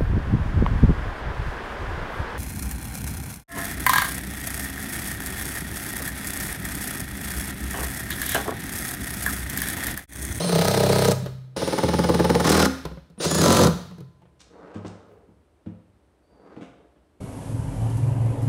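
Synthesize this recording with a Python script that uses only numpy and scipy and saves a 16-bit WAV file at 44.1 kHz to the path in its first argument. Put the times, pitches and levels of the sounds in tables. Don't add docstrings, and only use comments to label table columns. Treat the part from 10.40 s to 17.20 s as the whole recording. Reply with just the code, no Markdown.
import sys
import numpy as np
from scipy import signal
from scipy.fft import rfft, irfft, next_fast_len
from scipy.io import wavfile
from scipy.ndimage import uniform_filter1d, map_coordinates

SR = 44100
rng = np.random.default_rng(int(sys.argv[2]) if len(sys.argv) > 2 else 0)


def log_audio(samples):
    frames = np.atleast_2d(samples).T
    limited = np.clip(frames, -1, 1)
    pcm = np.round(limited * 32767).astype(np.int16)
    wavfile.write(sys.argv[1], SR, pcm)


N = 299880

# (frequency [Hz], t60 [s])
ROOM_DECAY = [(80, 1), (300, 0.34), (1500, 0.66), (4000, 0.69), (8000, 0.51), (15000, 0.57)]
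# (frequency [Hz], level [dB])
SHOP_HUM = [(15, -63.5), (30, -42.5), (58, 1.5), (77, 0), (99, -10.5), (178, -11.5), (215, -14.5),
            (305, -8.5), (552, -16), (598, -12), (648, -18.5), (1200, -24.5), (7100, -43), (8580, -38),
            (15500, -54)]
# (frequency [Hz], level [dB])
DRAWER_SEND = [(200, -9.5), (700, 1.0), (4000, -4.5)]

# (frequency [Hz], energy [dB], t60 [s])
UPPER_BOX = [(67, -12, 0.45), (101.2, 0, 0.64), (131, -23, 0.26), (173, 0, 0.32), (212.3, -1, 0.22),
             (250, -4.5, 0.16), (309.6, -2.5, 0.15), (429, -14, 0.16), (510, -15.5, 0.24)]
LOWER_BOX = [(132.5, -2, 0.16), (181, -2.5, 0.26), (221, -0.5, 0.11), (264.3, -2, 0.36), (304.6, 4.5, 0.15),
             (472, -15, 0.099)]
RAIL_MODES = [(2250, -8, 0.45), (2870, -2, .5), (3540, 4.5, .45), (3880, -1.5, .4), (4400, 1, .5),
              (5190, -4, 0.65), (6200, 1, 0.27), (7000, -2, .4), (8100, -14, .45)]
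# (time [s], thud [dB], clack [dB], tick [dB])
UPPER_KNOCKS = [(3.996, -58, -73, -57.5), (4.004, -66, -71, -51.5), (4.343, -47, -42, -58),
                (4.352, -29, -50, -69), (4.361, -45, -52, -71), (4.448, -30.5, -35, -60),
                (4.462, -48, -54, -51.5), (4.715, -52, -55, -93), (4.88, -47.5, -67, -89.5),
                (5.262, -27, -46, -72.5), (5.287, -38, -57, -86)]
LOWER_KNOCKS = [(6.164, -40, -42, -69), (6.211, -39.5, -41, -58), (6.222, -45, -50, -63),
                (6.56, -61, -58, -88.5)]
# (time [s], level [dB])
UPPER_RUN = [(3.98, -90), (4.08, -61), (4.17, -50.5), (4.33, -49), (4.5, -54), (4.62, -54.5), (4.74, -58.5),
             (4.83, -61), (4.94, -66.5), (5.0, -82)]
LOWER_RUN = [(5.83, -72), (5.93, -52.5), (6.03, -48.5), (6.15, -43), (6.3, -55), (6.45, -52), (6.6, -80),
             (6.8, -63.5)]
# (time [s], level [dB])
DAMPER_DRAG = [(4.66, -61.5), (4.72, -49.5), (4.78, -57), (4.83, -71), (4.9, -65), (4.96, -75)]
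# (time [s], pitch [Hz], level [dB])
SQUEAK = [(5.82, 4480, -88), (5.85, 4560, -79), (5.89, 4620, -77), (6.06, 4670, -78.5),
          (6.15, 4540, -77), (6.2, 4380, -76)]
# (frequency [Hz], level [dB])
CLACK_COLOUR = [(150, -32), (330, 6.5), (480, 5.5), (800, -6), (1400, -9.5), (2200, -16), (3200, -18),
                (6000, -38.5), (15000, -59.5)]
UPPER_TICK = [(1000, -5), (3300, -1), (5500, -1), (8200, -5.5), (9500, -13.5), (15000, -41)]
LOWER_TICK = [(1000, -14), (2200, 6.5), (3200, 5), (4200, -6.5), (8500, -10), (15000, -41)]
ROLLING_COLOUR = [(71, -51), (120, -19), (179, 1), (222, -9), (307, 0), (368, -7), (425, 1.5), (744, -12),
                  (1510, -19.5), (2590, -34), (4700, -40.5), (9000, -53), (11700, -82), (19800, -120)]
ROLLING_BRIGHT = [(500, -20), (1100, -0.5)]
DAMPER_HUM = [(250, -26), (380, -9), (441, 3), (500, -7), (600, -24), (1000, -51)]

# (time [s], thud [dB],
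# boom pitch [Hz], boom t60 [s], sway [dB], clack [dB], clack pitch [Hz], tick [dB])
TOOL_KNOCKS = [(.825, -32, 179, .15, -50, -47.5, 395, -70), (.861, -36, 128.5, 0.9, -42, -37.5, 403, -40.5),
               (2.453, -35, 160, 0.11, -34, -35, 521, -36), (2.515, -39, 167, 0.096, -54, -49, 368, -73.5),
               (2.572, -42, 159, 0.1, -55, -51, 550, -63.5), (2.701, -50.5, 167, .15, -68, -65, 450, -61),
               (2.778, -42, 205, .1, -60, -52.5, 297.4, -68), (2.803, -38, 165, .1, -60, -36.5, 480, -60),
               (3.258, -17.5, 152.2, 0.13, -34, -30, 498, -55),
               (3.36, -33.5, 174, 0.14, -54, -48, 470, -65),
               (3.512, -41.5, 170.7, 0.34, -55, -53.5, 450, -58.5),
               (3.583, -40, 171, 0.18, -57, -55, 325, -55),
               (3.606, -37.5, 132.2, 0.45, -54.5, -58, 434, -51),
               (3.82, -55, 173.4, .3, -66.5, -60, 880, -70),
               (3.855, -59.5, 130, 0.19, -69.5, -64.5, 436, -81.5)]
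# (frequency [Hz], energy [dB], t60 [s])
SWAY_MODE = [(64, 0, 0.34)]
CLAMP_MODES = [(893, -5, 1.3), (1017, 2, 1.9), (1367, -10, 1.3)]
BIT_MODES = [(2950, -6.5, .03), (3377, -5, 0.014), (4123, -0.5, .04), (4930, -2.5, .03), (6170, -7.5, .03),
             (14450, -9, .015)]
# (time [s], level [dB])
CLAMP_JOLTS = [(2.257, -53), (3.271, -46)]

# (time [s], winding rate [Hz], whistle [dB], gear noise [dB])
MOTOR_1 = [(0, 660, -39, -34), (.11, 660, -39, -33), (.15, 660, -45, -32), (.66, 660, -43, -31),
           (.72, 700, -54, -32)]
MOTOR_2 = [(1.164, 350, -47, -33), (1.6, 345, -48, -35), (2.022, 345, -48, -35), (2.05, 800, -47, -29),
           (2.12, 1350, -51, -26), (2.26, 1400, -51, -28)]
MOTOR_3 = [(2.785, 10, -54, -70), (2.81, 280, -44, -32), (2.845, 750, -43, -26), (2.895, 1170, -51, -32),
           (3.0, 1200, -51, -31), (3.04, 1450, -51, -28), (3.22, 1470, -52, -27), (3.28, 1400, -58, -33)]
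# (time [s], tooth rate [Hz], level [dB])
WHINE_1 = [(0, 1042, -35.5), (0.3, 1042, -42.5), (0.72, 1038, -44)]
WHINE_2 = [(2.03, 904, -45.5), (2.08, 1345, -33), (2.26, 1330, -37)]
WHINE_3 = [(2.8, 900, -41), (2.85, 1400, -37), (2.89, 1720, -33), (3.0, 1715, -32), (3.04, 1575, -33),
           (3.24, 1565, -36)]
# (multiple [1], level [dB])
TOOTH_ORDERS = [(1, -6), (2, -12), (3, -7), (4, 0), (5, -9), (6, -6)]
# (time [s], slip rate [Hz], level [dB])
BITE = [(0, 161, -32.5), (.025, 171.4, -25), (.07, 194.5, -18), (.1, 171.6, -32.5), (.14, 169.2, -21),
        (.22, 169, -17.5), (.27, 156, -39)]

# (first blow [s], rate [blows/s], count [1])
PACE_1 = [(0.008, 26, 2), (.096, 30, 1), (0.129, 32.38, 19), (.7175, 30, 1)]
PACE_2 = [(1.17, 18.6, 4), (1.3857, 19.4, 13)]
PACE_FAST = [(2.0505, 39.92, 8), (2.257, 32, 1)]
PACE_3 = [(2.851, 16, 2), (2.95, 27.8, 2), (3.0172, 45.6, 11), (3.247, 41, 2)]
# (time [s], force [dB], snap [dB])
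EFFORT_1 = [(.039, -32.5, -43.5), (.095, -29.5, -47), (.129, -25, -42.5), (.2, -24, -38.5),
            (.27, -26, -32.5), (.5, -25, -39.5), (.6, -23.5, -35), (.711, -25.5, -29)]
EFFORT_2 = [(1.17, -31, -60), (1.28, -28.5, -47), (1.39, -23.5, -44.5), (1.62, -23, -47.5), (1.8, -21, -47),
            (1.92, -20.5, -41), (2.01, -20.5, -41.5), (2.1, -19.5, -28.5), (2.26, -20.5, -32)]
EFFORT_3 = [(2.81, -38, -49), (2.859, -26, -31), (2.95, -27.5, -30.5), (2.99, -23, -34.5), (3.06, -20, -32),
            (3.19, -20, -33), (3.269, -23, -41)]
# (frequency [Hz], energy [dB], t60 [s])
BOARD_1 = [(65, -21, .25), (97.4, -8, 0.52), (129.1, -7, 0.97), (156.6, -6.5, 0.097), (190.8, -7.5, .12),
           (288, -13, 0.15), (385, -12, 0.055), (471.6, -3.5, .075), (583, -3.5, .08), (629, 1, .07),
           (657, -2.5, .06), (820, -9, 0.067), (877, -9.5, 0.064), (971, -2.5, 0.18), (1253, 4, .068),
           (1650, -11, .045), (2060, -11.5, .036)]
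BOARD_2 = [(78, -8, 0.37), (132, -7.5, .11), (172.7, 3.5, .25), (266.4, -1, .14), (335, -5.5, .07),
           (411, -3, 0.1), (497.6, 2.5, .075), (614.6, -11, 0.028), (697, -8.5, .05), (873, 1, .078),
           (1060, 0, 0.034), (1310, -3.5, .022), (1474, -7, 0.056), (1764, -12.5, 0.041), (2200, -15, 0.04)]
BOARD_TIGHT = [(75.56, -3.5, 0.5), (157, -3, 0.09), (196, 3, .2), (261.4, -2, 0.33), (325, -2.5, .12),
               (406, -7, .08), (487, -1.5, .08), (554, -7, .05), (744, -4, .06), (848, -1, .08),
               (1060, -2.5, .06), (1240, -2, .05), (1387, -1, 0.054), (1530, -6.5, .06), (1740, -9.5, .05)]
BOARD_3 = [(83, -10, 0.25), (138.7, -14.5, 0.15), (162.6, 3, 0.22), (192, 0.5, 0.11), (229, -8.5, 0.08),
           (300, -4, 0.031), (411.7, -7.5, 0.16), (519, -4.5, 0.07), (638, -4.5, 0.064), (873, -6.5, 0.15),
           (1004, -1, 0.24), (1178, -1, 0.08), (1328, 1, 0.069), (1820, -16.5, 0.058)]
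# (frequency [Hz], level [dB])
RASP_1 = [(880, -17.5), (1500, -1), (2010, -4), (2170, -5), (3120, -8.5), (4020, -2.5), (6130, -8.5),
          (6750, -14), (8710, -10), (11700, -15), (15500, -13.5)]
RASP_2 = [(880, -24), (1500, 1), (2150, -3), (2470, -8), (3910, -6), (4610, -9), (5190, -4.5), (7450, -17),
          (9890, -13.5), (11200, -20), (15500, -24)]
RASP_3 = [(880, -24), (1500, -1), (1670, -3.5), (2620, -8.5), (3910, -3.5), (5500, -6.5), (6190, -6),
          (9060, -14.5), (10200, -9), (12000, -24), (15500, -17.5)]
CLATTER_1 = [(250, -33), (400, -19.5), (470, -2.5), (590, 5), (680, 8.5), (740, 0.5), (850, -1),
             (1100, -17.5), (1250, 0), (1500, -11), (2200, -12.5), (5000, -34)]
CLATTER_2 = [(250, -10), (420, -1), (510, 1), (590, -2.5), (700, -8.5), (870, -2), (1080, -5), (1250, -6.5),
             (1500, -11), (2200, -18.5), (5000, -39)]
CLATTER_FAST = [(230, -10), (320, -1.5), (420, -1.5), (580, 7.5), (680, -3.5), (950, -0.5), (1120, -7.5),
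                (1240, 4.5), (1400, -0.5), (1560, -2.5), (1900, -20.5), (2130, -8.5), (2500, -22),
                (5000, -47.5)]
CLATTER_3 = [(250, -18), (500, 6), (750, -4), (1100, -3.5), (1280, 1.5), (1380, -0.5), (1550, -3.5),
             (1700, -12), (1850, -5.5), (2200, -19.5), (5000, -48)]
CHATTER_COLOUR = [(200, -30.5), (400, 0.5), (520, 1.5), (700, -10), (1300, -12), (2500, -36.5)]
BIT_TICK = [(1200, -22.5), (4000, 4.5), (8000, -4.5), (14000, -6), (16000, -13)]
SNAP_COLOUR = [(2500, -25.0), (6000, 1.5), (10000, -1.5), (16000, -10.0)]
TEETH_COLOUR = [(1500, -6.0), (4000, 3.0), (9000, 0), (13000, -2.5)]

STIFF_HZ = 615
SWITCH_HZ = 9290
TOP_HZ, MIC_LOW_HZ = 15800, 44.5
THUMP_DB, THUMP_GROWS, USUAL_FORCE_DB = -14.5, 0.72, -23
HARDENING = 0.46
THUMP_SCATTER_DB, RASP_SCATTER_DB, SNAP_SCATTER_DB = 2, 1, 2
MODE_SCATTER_DB = 2.5
JITTER_S = .00008


def amp(db):
    return 10 ** (np.asarray(db) / 20)


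def unit(x):
    return x / np.sqrt(np.mean(x ** 2) + 1e-20)


def along(points, hz):
    f, value = np.transpose(points)
    return np.interp(np.log(hz + 1), np.log(f + 1), value)


def curves(rows):
    s, *columns = np.transpose(rows)
    t = np.arange(N) / SR
    gate = uniform_filter1d(1. * ((t >= s[0]) & (t <= s[-1])), size=64)
    return [gate] + [np.interp(t, s, column) for column in columns]


def wobble(rate):
    knots = rng.standard_normal(int(N * rate / SR) + 4)
    return map_coordinates(knots, [np.arange(N) * rate / SR])


def phase(hz):
    return 2 * np.pi * np.cumsum(hz) / SR


def filtered(x, response):
    m = next_fast_len(len(x) + 8192)
    return irfft(rfft(x, m) * response(np.fft.rfftfreq(m, 1 / SR)), m)[:len(x)]


def coloured(x, spectrum):
    return unit(filtered(x, lambda hz: amp(along(spectrum, hz))))


def noise(spectrum):
    return coloured(rng.standard_normal(N), spectrum)


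def strike(times, db, response):
    samples = np.clip(np.round(times * SR).astype(int), 0, N - 1)
    train = np.bincount(samples, amp(db), N)
    return signal.fftconvolve(train, response)[:N]


def bursts(times, db, rise, fall):
    before = SR // 20
    t = np.arange(-before, SR // 4) / SR
    shape = np.exp(np.minimum(t / rise, -t / fall))
    dying = strike(times, db, shape[before:])
    swelling = strike(N / SR - times, db, shape[:before][::-1])[::-1]
    return dying + swelling


def ringing(modes, attack, drift=0, scatter_db=0):
    ring, t = np.zeros(SR), np.arange(SR) / SR
    for k, ((hz, db, t60), chance) in enumerate(zip(modes, rng.standard_normal(len(modes)))):
        u = t[:int(t60 * SR) + 1]
        tuned_hz = hz * (1 + drift * hz / STIFF_HZ)
        decay = amp(db + scatter_db * chance - 60 * u / t60) / np.sqrt(t60)
        ring[:len(u)] += (-1) ** k * decay * np.sin(2 * np.pi * tuned_hz * u)
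    return unit(ring * (1 - np.exp(-t / attack))) / 10


def drum(times, levels, contacts, modes, attack, drift):
    out = np.zeros(N + SR)
    for s, db, depth in zip(times, levels, np.linspace(-.5, .5, len(times))):
        ring = ringing(modes, attack, drift * depth, MODE_SCATTER_DB)
        for delay, contact_db in contacts:
            out[max(0, round((s + delay) * SR)):][:SR] += amp(db + contact_db) * ring
    return out[:N]


def room(x):
    hz, t, z = signal.stft(rng.standard_normal(SR), SR, nperseg=256)
    decay = amp(-60 * t / along(ROOM_DECAY, hz)[:, None])
    tail = signal.istft(z * decay, SR, nperseg=256)[1]
    tail *= 1 - np.exp(-np.arange(len(tail)) / SR / 0.0061)
    return signal.fftconvolve(x, tail / np.linalg.norm(tail))[:N]


def shop_hum():
    return amp(-61.5) * noise(SHOP_HUM)


def damper():
    gate, db = curves(DAMPER_DRAG)
    return gate * amp(db) * noise(DAMPER_HUM)


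def rail_squeak():
    gate, hz, db = curves(SQUEAK)
    return gate * amp(db + 2.5 * wobble(60)) * np.sin(phase(hz + 100 * wobble(500)))


def slide(run, db):
    gate, level = curves(run)
    impulses = rng.standard_normal(N) * (rng.random(N) < 1500 / SR)
    patter = coloured(impulses, ROLLING_COLOUR)
    bright = filtered(patter, lambda hz: amp(along(ROLLING_BRIGHT, hz)))
    speed = amp(level - level.max())
    return gate * amp(level + db + 0.59 * wobble(25)) * (patter + 1.4 * (speed - .5) * bright)


def drawer_knocks(rows, modes, tick_colour, thud_db, clack_db, tick_db, ring_db, clack_fall, tick_fall):
    s, thud, clack, tick = np.transpose(rows)
    wood = strike(s, thud + thud_db, ringing(modes, attack=0.0038))
    wood += bursts(s, clack + clack_db, rise=0.00047, fall=clack_fall) * noise(CLACK_COLOUR)
    rattle = unit(amp(4 * wobble(400)) * noise(tick_colour))
    rail = drum(s, tick, [(0, ring_db)], RAIL_MODES, attack=.0003, drift=0)
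    return wood + rail + bursts(s, tick + tick_db, rise=0.0013, fall=tick_fall) * rattle


def drawers():
    upper = drawer_knocks(UPPER_KNOCKS, UPPER_BOX, UPPER_TICK, thud_db=0.0, clack_db=-0.5, tick_db=-1.5,
                          ring_db=-10.5, clack_fall=0.019, tick_fall=0.025)
    upper += slide(UPPER_RUN, db=0.5) + damper()
    lower = drawer_knocks(LOWER_KNOCKS, LOWER_BOX, LOWER_TICK, thud_db=5.5, clack_db=-2.5, tick_db=3.0,
                          ring_db=-14, clack_fall=0.019, tick_fall=0.039)
    lower += slide(LOWER_RUN, db=-5.0) + rail_squeak()
    return upper + lower


def tool_knocks(thud_db, clack_db, hollow_db, tick_db):
    s, _, _, _, sway, clack, _, tick = np.transpose(TOOL_KNOCKS)
    wood = np.zeros(N + SR)
    for when, thud, boom_hz, t60, _, level, clack_hz, _ in TOOL_KNOCKS:
        boom = amp(thud + thud_db) * ringing([(boom_hz, 0, t60)], attack=0.0028)
        hollow = amp(level + hollow_db) * ringing([(clack_hz, 0, .13)], attack=.001)
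        wood[round(when * SR):][:SR] += boom + hollow
    body = wood[:N] + strike(s, sway + thud_db, ringing(SWAY_MODE, attack=.004))
    body += bursts(s, clack + clack_db, rise=0.00049, fall=0.015) * noise(CLACK_COLOUR)
    rattle = unit(amp(2.5 * wobble(350)) * noise(BIT_TICK))
    return body + bursts(s, tick + tick_db, rise=.0012, fall=0.0045) * rattle


def clamp():
    s, db = np.transpose(CLAMP_JOLTS)
    return strike(s, db, ringing(CLAMP_MODES, attack=0.0017))


def groan():
    gate, hz, db = curves(BITE)
    return gate * amp(db + 1.5 * wobble(60)) * np.sin(phase(hz * (1 + 0.066 * wobble(120))))


def whistle(run, lower_db, upper_db, flutter):
    gate, rate_hz, level, _ = curves(run)
    turn = phase(rate_hz * (1 + flutter * wobble(90)))
    carrier = 2 * np.pi * SWITCH_HZ * np.arange(N) / SR
    drive = np.clip(rate_hz / 1200, 0, 1) ** 5
    lower = (1 - .7 * drive) * np.sin(carrier - turn) + drive * np.sin(carrier - 2 * turn)
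    upper = (1 - .75 * drive) * np.sin(carrier + turn)
    tones = amp(lower_db) * lower + amp(upper_db) * upper + amp(-13.5) * np.sin(carrier)
    return gate * amp(level + 1.2 * wobble(56)) * tones


def whine(run, flutter):
    gate, hz, db = curves(run)
    turn = phase(hz * (1 + flutter * wobble(130)))
    overtones = sum(amp(level) * np.sin(k * turn) for k, level in TOOTH_ORDERS)
    return gate * amp(db + 2.5 * wobble(60)) * overtones


def gears(run, colour, db, rub_db):
    gate, rate_hz, _, level = curves(run)
    shaft = np.sin(phase(rate_hz) / 2)
    teeth = filtered(noise(colour), lambda hz: amp(along(TEETH_COLOUR, hz)))
    hiss = unit(teeth * (1 + 0.2 * shaft))
    return gate * amp(level + db) * (hiss + amp(rub_db) * noise(CLACK_COLOUR))


def clatter(colour, rise, fall):
    t = np.arange(-SR // 50, SR // 10) / SR
    shape = np.exp(np.minimum(t / rise, -t / fall))
    random_phase = np.angle(rfft(rng.standard_normal(len(t)) * shape))
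    gain = amp(along(colour, np.fft.rfftfreq(len(t), 1 / SR)))
    ring = irfft(gain * np.exp(1j * random_phase), len(t)) * np.sqrt(shape)
    return unit(ring) * np.sqrt(np.mean(shape ** 2))


def hammer_blows(pace, effort):
    s = np.concatenate([first + np.arange(count) / rate for first, rate, count in pace])
    when, force, snap = np.transpose(effort)
    force, snap = np.interp(s, when, force), np.interp(s, when, snap)
    thump = THUMP_DB + THUMP_GROWS * (force - USUAL_FORCE_DB)
    scatter = rng.standard_normal((len(s), 3)) * [THUMP_SCATTER_DB, RASP_SCATTER_DB, SNAP_SCATTER_DB]
    levels = np.column_stack([thump, force, snap]) + scatter
    return np.column_stack([s + JITTER_S * rng.standard_normal(len(s)), levels])


def anvil(blows, lead, knock_hz, knock_db, lead_db, tick_db, ring_db):
    s, _, force, snap = np.transpose(blows)
    contacts = np.concatenate([s - lead, s]) + rng.normal(0, JITTER_S, 2 * len(s))
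    share = np.repeat([lead_db, 0], len(s))
    t = np.arange(-SR // 200, SR // 200) / SR
    u = (np.pi * knock_hz * t) ** 2
    pulse = (1 - 2 * u) * np.exp(-u)
    knock = strike(contacts + t[0], np.tile(force, 2) + share + knock_db, pulse)
    ring = drum(s, force + ring_db, [(-lead, lead_db), (0, 0)], BIT_MODES, attack=.0002, drift=0)
    tick = bursts(contacts, np.tile(snap, 2) + share + tick_db, rise=.0006, fall=0.001) * noise(BIT_TICK)
    return knock + ring + tick


def hammer(blows, board, dense, colour, drift, lead, lag, lead_db, thump_db, knock_db, clatter_db,
           clatter_fall, chatter_db, rasp_db, snap_db, bite_db, rise, fall):
    s, thump, rasp, snap = np.transpose(blows)
    bending = [mode for mode in board if mode[0] < STIFF_HZ]
    stiff = [mode for mode in board if mode[0] >= STIFF_HZ]
    pushes = drum(s, thump, [(-lead, lead_db), (lag, thump_db)], bending, attack=0.0005, drift=drift)
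    hard = rasp + HARDENING * (rasp - USUAL_FORCE_DB)
    jolts = drum(s, hard + knock_db, [(-lead, -10.5), (-.001, 0)], stiff, attack=0.002, drift=0)
    jolts += strike(s - 1 / 50, rasp + clatter_db, clatter(dense, rise=0.0025, fall=clatter_fall))
    chatter = bursts(s, thump + chatter_db, rise=0.0026, fall=0.02) * noise(CHATTER_COLOUR)
    grit = amp(5.0 * wobble(900))
    contacts = np.concatenate([s - lead - .0005, s])
    share = np.repeat([bite_db, 0], len(s))
    slip = bursts(contacts, np.tile(rasp, 2) + share + rasp_db, rise, fall) * unit(grit * noise(colour))
    click = bursts(contacts, np.tile(snap, 2) + share + snap_db, rise=0.0015, fall=0.0046)
    return pushes + jolts + chatter + slip + click * noise(SNAP_COLOUR)


def first_screw():
    blows = hammer_blows(PACE_1, EFFORT_1)
    sound = hammer(blows, BOARD_1, CLATTER_1, RASP_1, drift=0.031, lead=0.005655, lag=-0.001, lead_db=-6.5,
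                   thump_db=-2.5, knock_db=-5.5, clatter_db=1.0, clatter_fall=0.0057, chatter_db=-18.0,
                   rasp_db=-2.5, snap_db=2.0, bite_db=-2.5, rise=0.0044, fall=0.0056)
    sound += anvil(blows, lead=0.0048, knock_hz=576, knock_db=12, lead_db=-5.0, tick_db=-4.5, ring_db=-14)
    sound += gears(MOTOR_1, RASP_1, db=-3.5, rub_db=3.0) + whine(WHINE_1, flutter=0.036) + groan()
    return sound + whistle(MOTOR_1, lower_db=2, upper_db=1, flutter=.01)


def second_screw():
    slow, fast = hammer_blows(PACE_2, EFFORT_2), hammer_blows(PACE_FAST, EFFORT_2)
    sound = hammer(slow, BOARD_2, CLATTER_2, RASP_2, drift=-0.097, lead=.0055, lag=.0035, lead_db=-5.5,
                   thump_db=0.5, knock_db=-5.0, clatter_db=-0.5, clatter_fall=0.0094, chatter_db=-11,
                   rasp_db=-7.5, snap_db=8.0, bite_db=-8.5, rise=0.002, fall=0.0041)
    sound += hammer(fast, BOARD_TIGHT, CLATTER_FAST, RASP_2, drift=0.045, lead=0.0065, lag=0.0011,
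                    lead_db=-10.0, thump_db=-1.0, knock_db=-3.5, clatter_db=-2.5, clatter_fall=0.013,
                    chatter_db=-24.5, rasp_db=-7.5, snap_db=3.5, bite_db=-0.8, rise=0.0036, fall=0.0078)
    sound += anvil(slow, lead=.005, knock_hz=710, knock_db=6, lead_db=-0.5, tick_db=0.5, ring_db=-17.5)
    sound += anvil(fast, lead=.006, knock_hz=804, knock_db=7, lead_db=-2.5, tick_db=-1.0, ring_db=-14.5)
    sound += gears(MOTOR_2, RASP_2, db=-3.5, rub_db=3) + whine(WHINE_2, flutter=0.017)
    return sound + whistle(MOTOR_2, lower_db=-2, upper_db=3.5, flutter=.035)


def third_screw():
    blows = hammer_blows(PACE_3, EFFORT_3)
    sound = hammer(blows, BOARD_3, CLATTER_3, RASP_3, drift=-.05, lead=0.004377, lag=.004, lead_db=-6,
                   thump_db=0.5, knock_db=-6.0, clatter_db=-1.5, clatter_fall=0.0073, chatter_db=-11,
                   rasp_db=-4.5, snap_db=7.5, bite_db=-14.5, rise=0.0064, fall=0.005)
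    sound += anvil(blows, lead=0.0069, knock_hz=795, knock_db=4.0, lead_db=-3.0, tick_db=5, ring_db=-16)
    sound += gears(MOTOR_3, RASP_3, db=-1.5, rub_db=0.5) + whine(WHINE_3, flutter=0.0064)
    return sound + whistle(MOTOR_3, lower_db=7.5, upper_db=1, flutter=.028)


def scene():
    far = drawers()
    near = tool_knocks(thud_db=5, clack_db=7.5, hollow_db=1, tick_db=-1.0) + clamp()
    near += first_screw() + second_screw() + third_screw()
    sent = amp(-11.0) * near + filtered(far, lambda hz: amp(along(DRAWER_SEND, hz)))
    return (near + far + room(sent) + shop_hum())[None]


def record(dry):
    x = np.ravel(dry)
    rounded = x / (1 + np.abs(x / .62) ** 4) ** (1 / 4)

    def band(hz):
        treble = np.clip((TOP_HZ + 350 - hz) / 600, 0, 1) ** 2
        return treble * (1 - np.exp(-(hz / MIC_LOW_HZ) ** 6))

    return filtered(rounded, band)[None]


dry = scene()
out = record(dry)
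log_audio(out)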